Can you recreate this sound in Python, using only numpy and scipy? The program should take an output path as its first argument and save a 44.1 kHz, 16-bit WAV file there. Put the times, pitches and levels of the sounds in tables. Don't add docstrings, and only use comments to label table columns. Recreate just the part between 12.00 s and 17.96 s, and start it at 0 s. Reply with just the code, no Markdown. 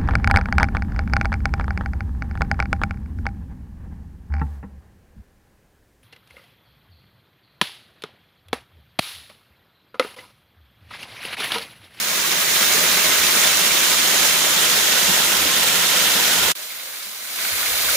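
import sys
import numpy as np
from scipy import signal
from scipy.fft import rfft, irfft
from scipy.io import wavfile
from scipy.ndimage import uniform_filter1d

SR = 44100
rng = np.random.default_rng(int(sys.argv[2]) if len(sys.argv) > 2 else 0)


def generate_wav(signal):
    frames = np.transpose(np.atleast_2d(signal))
    scaled = np.clip(frames, -1, 1) * 32767
    pcm = np.round(scaled).astype(np.int16)
    wavfile.write(sys.argv[1], SR, pcm)


N = 262836
T = np.arange(N) / SR
HZ = np.fft.rfftfreq(N, 1 / SR)
EDGE_HZ = 15620
FULL_DB, EBB_DB_PER_S = -18, 0.0644
HUSH_END_S, LIFT_S = 5.29, 0.13
# pitch_hz, lead_radians
POOL_LEAD = [(100, -0.17), (350, -0.51), (800, 0.081), (1300, -0.11), (1800, 0.15), (2700, -0.54),
             (5000, 0.2), (7000, 0.77)]


def gain_of(db):
    return 10 ** (np.asarray(db) / 20)


def evened(x):
    return x / np.sqrt(np.mean(x ** 2) + 1e-20)


def read(points, hz):
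    f, value = np.transpose(points)
    return np.interp(np.log(hz + 1), np.log(f), value)


def follow(rows):
    return gain_of(np.interp(T, *np.transpose(rows)))


def bumps(rows):
    return sum(db * .5 ** ((2 * (T - s) / length) ** 2) for s, length, db in rows)


def add(mix, s, sound):
    part = mix[:, max(round(s * SR), 0):][:, :sound.shape[1]]
    part += sound[:, :part.shape[1]]


def wander(slow_hz, fast_hz):
    without_drift = HZ / (HZ + slow_hz)
    without_jitter = 1 / np.sqrt(1 + (HZ / fast_hz) ** 2) / (1 + (HZ / (10 * fast_hz)) ** 2)
    return evened(irfft(rfft(rng.standard_normal(N)) * without_drift * without_jitter, N))


def rush(flow, surge_db=0.14, patch_db=0.9, low_patch_db=1.0):
    hz, t, z = signal.stft(rng.standard_normal((2, N)), SR, nperseg=256, noverlap=192)
    wide, narrow = rng.standard_normal((2, len(hz), len(t)))
    wide = evened(uniform_filter1d(uniform_filter1d(wide, size=18, axis=0), size=22, axis=1))
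    narrow = evened(uniform_filter1d(uniform_filter1d(narrow, size=3, axis=0), size=18, axis=1))
    low = 1 / (1 + (hz[:, None] / 3500) ** 2)
    field_db = patch_db * wide * (1 - 0.36 * low) + low_patch_db * narrow * low
    noise = signal.istft(z * gain_of(field_db), SR, nperseg=256, noverlap=192)[1][:, :N]
    return evened(noise * gain_of(surge_db * flow))


def spray(flow, per_s=3400, spread_db=3.2, clumping=.5, dull_hz=7500):
    hit = rng.random((2, N)) < per_s / SR * np.exp(clumping * flow)
    size = gain_of(spread_db * np.minimum(rng.exponential(1, (2, N)), 4))
    ticks = hit * size * rng.choice([-1, 1], (2, N))
    dulling = 1 / (1 + (HZ / dull_hz) ** 2) ** 0.21
    return evened(irfft(rfft(ticks) * dulling, N))


def bubbles(per_s=1500, low_hz=450, high_hz=7500, cycles=10, rise=0.082, spread_db=2.5, count=40):
    out, t = np.zeros((2, N)), np.arange(2048) / SR
    for hz in np.geomspace(low_hz, high_hz, count):
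        age = t * hz / (cycles * rng.uniform(0.52, 2.07))
        fade = np.exp(-2 * age) * (1 - np.exp(-t * hz))
        ring = fade * np.sin(2 * np.pi * hz * t * (1 + rise * np.minimum(age, 2)))
        share = hz / (high_hz - low_hz) * np.log(high_hz / low_hz) / count
        luck = rng.random(N) / (per_s * share / SR)
        born = np.flatnonzero(luck < 1)
        train = np.zeros(N)
        train[born] = gain_of(spread_db * np.minimum(-np.log(luck[born]), 3.5))
        angle = rng.uniform(-np.pi, np.pi)
        direction = np.array([np.cos(angle), np.sin(angle)])
        out += np.outer(np.sqrt(hz) * direction, signal.oaconvolve(train, ring)[:N])
    return evened(out)


def plinks():
    return bubbles(per_s=110, low_hz=330, high_hz=4200, cycles=32, rise=0.0605, spread_db=2.0, count=30)


def splats():
    # start_s, peak_db, centre_hz, width_octaves, fade_s (time to fall 60 dB), left_over_right_db
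    slaps = [(.7352, -7.5, 6300, 0.55, .03, 0), (1.092, -18, 450, 1.5, .06, -1),
             (1.2665, -10, 3420, 0.66, 0.055, 1), (1.5708, -7, 5620, .7, .025, -2),
             (2.2288, -12, 3100, .4, .025, 0), (3.042, -15, 2400, .8, .03, -1),
             (3.079, -21, 330, 0.71, 0.11, -2), (3.405, -25, 330, .6, .12, -2),
             (3.45, -23, 350, .7, 0.13, -2), (4.0457, -11, 3470, 0.55, .03, -2),
             (4.6269, -25, 4500, .9, .02, -6), (5.027, -23, 4000, 1, .05, -2),
             (5.3862, -20.5, 1710, .6, .05, 1), (5.4497, -17, 1680, .25, .03, 2),
             (5.628, -22, 1750, .35, .05, 0), (5.659, -21, 2070, .2, .08, -2),
             (5.885, -15.5, 1500, 0.2, 0.1, -1)]
    out, t = np.zeros((2, N)), np.arange(4096) / SR
    hz = np.fft.rfftfreq(len(t), 1 / SR)
    for s, db, centre_hz, octaves, t60, pan_db in slaps:
        noise = rng.standard_normal((3, len(t)))
        shape = 1 / (1 + (np.log2((hz + 1) / centre_hz) / octaves) ** 2)
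        fade = gain_of(-60 * t / t60) * (1 - np.exp(-t * centre_hz))
        burst = irfft(rfft(noise[:2] + noise[2]) * shape) * fade
        burst /= abs(burst.mean(0)).max()
        add(out, s, gain_of(db) * burst * gain_of([[pan_db / 2], [-pan_db / 2]]))
    return out


def gulps(rise=0.83, onset=0.0047):
    # start_s, peak_db, pitch_hz, fade_s (time to fall 60 dB)
    pockets = [(.243, -26.5, 1094, 0.047), (.744, -23, 435, 0.055), (.808, -23.5, 591, 0.063),
               (1.655, -36, 201, .12), (3.086, -23, 176, 0.08), (4.155, -29, 212, 0.066),
               (4.478, -27, 528, 0.055), (4.868, -43, 523, 0.045), (5.06, -51, 193, 0.16),
               (5.94, -31, 570, 0.079)]
    out, t = np.zeros((2, N)), np.arange(SR // 4) / SR
    for s, db, hz, t60 in pockets:
        swell = (1 - np.exp(-t / onset)) ** 2 * gain_of(-60 * t / t60)
        ring = gain_of(db) * swell / swell.max() * np.sin(2 * np.pi * hz * t * (1 + rise * t))
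        add(out, s, ring * gain_of([[-1], [1]]))
    return out


def ledges(x, t60=0.11, wet_db=-7):
    t = np.arange(8192) / SR
    echoes = rng.standard_normal((2, len(t))) * (rng.random((2, len(t))) < 2000 / SR)
    taps = echoes * gain_of(-60 * t / t60)
    tail = signal.oaconvolve(x[::-1], taps / np.linalg.norm(taps[0]), axes=1)[:, :N]
    return x + gain_of(wet_db) * tail


def facing(water, colour, like, lead, tilt):
    # pitch_hz, width_hz, change_db
    resonances = [(173, 26, 4), (8020, 790, -3), (13200, 830, -1), (14800, 1100, 1)]
    a, b = rfft(water)
    same = np.clip(read(like, HZ), 0, 1)
    right = gain_of(-read(tilt, HZ))
    turn = np.exp(-1j * read(lead, HZ))
    centre = np.sqrt(1 + right ** 2 + 2 * right * same * turn.real)
    ringing_db = sum(db / (1 + (2 * (HZ - hz) / width) ** 2) for hz, width, db in resonances)
    colour_gain = gain_of(read(colour, HZ) + ringing_db)
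    right_ear = right * turn * (same * a + np.sqrt(1 - same ** 2) * b)
    z = np.array([a, right_ear]) * colour_gain / centre
    heard = irfft(z.mean(0) * (HZ < EDGE_HZ), N)
    return irfft(z, N) / heard.std()


def sinking_view(water):
    # pitch_hz, level_db
    ledge_colour = [(60, -29), (115, -17.5), (180, -5), (290, -7.5), (380, -4.5), (490, -5.5), (610, -3.2),
                    (750, -7.5), (950, -4.5), (1500, -2), (2050, 0.2), (2800, -2), (3600, -1), (4900, -4),
                    (6600, -1.7), (8000, -6), (9800, -6), (12500, -7.5), (15500, -5)]
    foot_colour = [(60, -39), (115, -18), (180, -6.5), (290, -7), (380, -3), (490, -5.5), (600, -3.5),
                   (750, -6), (1050, -3.5), (1400, -2.1), (1850, 0.5), (2550, -2.5), (3250, 1),
                   (3750, -0.3), (4700, -3.5), (6700, -1), (8000, -4.5), (15500, -8)]
    pool_colour = [(60, -39), (115, -14), (180, -4.5), (285, -8), (370, -4.5), (460, -3.5), (750, -6),
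                   (950, -3), (1150, -6), (1380, 0.2), (1550, -3), (1800, 0.3), (2300, -2.5), (3300, 1),
                   (4600, -3.5), (6500, -3), (7800, -4), (9700, -7), (12000, -5.5), (15500, -8.5)]
    # pitch_hz, likeness (0-1, higher values count as 1)
    pool_like = [(70, 1), (170, 1.34), (500, 0.72), (800, .5), (1300, 0.22), (2000, 0.5), (2700, 0.2),
                 (4500, 0.09), (6300, 0.2), (8000, 0.05), (14000, 0)]
    # pitch_hz, left_over_right_db
    pool_tilt = [(60, -2.5), (92, 3), (140, -1), (210, -3), (330, -2.0), (500, -2), (770, -1.5),
                 (1170, -1.5), (1790, 0.5), (2740, -5), (4190, -3), (6410, -3), (9810, -1), (15000, 4)]
    gaze_s = [0.9, 2.1, 3.8]
    colours = (ledge_colour, foot_colour, pool_colour)
    views = [facing(water, colour, pool_like, POOL_LEAD, pool_tilt) for colour in colours]
    return sum(np.interp(T, gaze_s, share) * view for share, view in zip(np.eye(len(views)), views))


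def slab_view(water):
    # pitch_hz, level_db
    slab_colour = [(60, -26), (125, -17), (190, -12.5), (250, -11), (400, -9.5), (620, -4), (790, -7),
                   (1250, -3.5), (1600, -1.5), (1900, -1.7), (2200, 0.5), (2650, -2.5), (3800, -0.9),
                   (5300, -3.5), (6600, -2.5), (7800, -4), (10000, -3), (15500, -2.5)]
    # pitch_hz, likeness (0-1)
    slab_like = [(70, 0.54), (260, 0.84), (600, 0.84), (1200, 0.55), (2200, 0.29), (3300, .1), (4400, 0.27),
                 (6500, 0.24), (8000, .08), (14000, .08)]
    # pitch_hz, lead_radians
    slab_lead = [(150, -0.6), (600, 0.6), (1200, -1), (2200, -1), (4500, -3), (6500, 1)]
    # pitch_hz, left_over_right_db
    slab_tilt = [(60, -11.5), (110, -9.5), (200, -3.5), (380, -2.5), (700, -2.5), (1290, 0.5), (2380, -4),
                 (4400, -1.5), (8120, -1.5), (15000, 1)]
    return facing(water, slab_colour, slab_like, slab_lead, slab_tilt)


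def loudness():
    # centre_s, length_s, change_db
    swells = [(1.42, 0.15, 1.1), (2.21, 0.23, 0.9), (3.0, 0.23, 0.6), (3.45, 0.18, -1.3), (4.9, .07, 0.1),
              (5.16, .1, -0.5), (5.3, .06, 2.5)]
    opening_db, climb_db_per_s = -23.5, 8.5
    hush_db, lifted_db = -34.0, -25.5
    full = FULL_DB - EBB_DB_PER_S * T
    opening = opening_db + climb_db_per_s * T
    lifted_s = HUSH_END_S + LIFT_S
    lift = np.interp(T, [HUSH_END_S, lifted_s], [hush_db, lifted_db])
    returning = lift + climb_db_per_s * np.maximum(T - lifted_s, 0)
    return np.minimum([opening, returning], full) + bumps(swells)


def thinned(water):
    bass_below_hz, bass_db = 280, -4.5
    air_above_hz, air_db = 8200, 0.4
    bass = irfft(rfft(water) / (1 + (HZ / bass_below_hz) ** 4), N)
    air = water - irfft(rfft(water) / (1 + (HZ / air_above_hz) ** 4), N)
    hushed = np.clip(1 - (T - HUSH_END_S) / LIFT_S, 0, 1)
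    return water + (gain_of(bass_db * hushed) - 1) * bass + (gain_of(air_db * hushed) - 1) * air


def rumble(like=0.79, right_db=5.5):
    # pitch_hz, level_db
    rumble_colour = [(15, -24), (30, -15), (52, -2), (76, 4), (110, -5), (170, -30), (400, -70)]
    # centre_s, length_s, lift_db
    throbs = [(1.18, 0.19, 5), (2.39, 0.092, 4.5), (3.1, 0.1, 8.5), (3.43, 0.12, 6), (3.62, 0.1, 8),
              (4.44, 0.16, 8), (5.55, 0.07, 15), (5.72, 0.06, 9), (5.88, 0.09, 12.5)]
    noise = rng.standard_normal((2, N))
    low = facing(noise, rumble_colour, [(70, like)], POOL_LEAD, [(70, -right_db)])
    return low * gain_of(bumps(throbs))


def at_level(water, low, level_db, under_db=-34.5, duck=1):
    low_db = FULL_DB + under_db + duck * (level_db - FULL_DB)
    return gain_of(level_db) * water + gain_of(low_db) * low


def scene(spray_db=-7.0, bubble_db=-11.5, plink_db=-18.5):
    # start_s, end_s
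    cut = (4.521, 4.553)
    start_s, end_s = cut
    flow = wander(slow_hz=4, fast_hz=21.7)
    drops = gain_of(spray_db) * spray(flow)
    drops = drops + gain_of(bubble_db) * bubbles() + gain_of(plink_db) * plinks()
    water = rush(flow) + ledges(drops)
    low = rumble()
    pool_db, slab_db = loudness()
    below = at_level(sinking_view(water), low, pool_db)
    above = thinned(at_level(slab_view(water), low, slab_db))
    leaving = follow([(start_s - .002, 0), (start_s + .002, -15), (start_s + .012, -26), (end_s, -90)])
    arriving = follow([(start_s, -90), (start_s + .02, -28), (end_s - .002, -15), (end_s, 0)])
    return below * leaving + above * arriving + splats() + gulps()


def record(dry):
    edge = signal.firwin(601, EDGE_HZ, window=("kaiser", 9), fs=SR)[None]
    heard = signal.oaconvolve(dry, edge, "same")
    rounded = heard / (1 + (heard / .9) ** 8) ** (1 / 8)
    return signal.oaconvolve(rounded, edge, "same")


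dry = scene()
out = record(dry)
generate_wav(out)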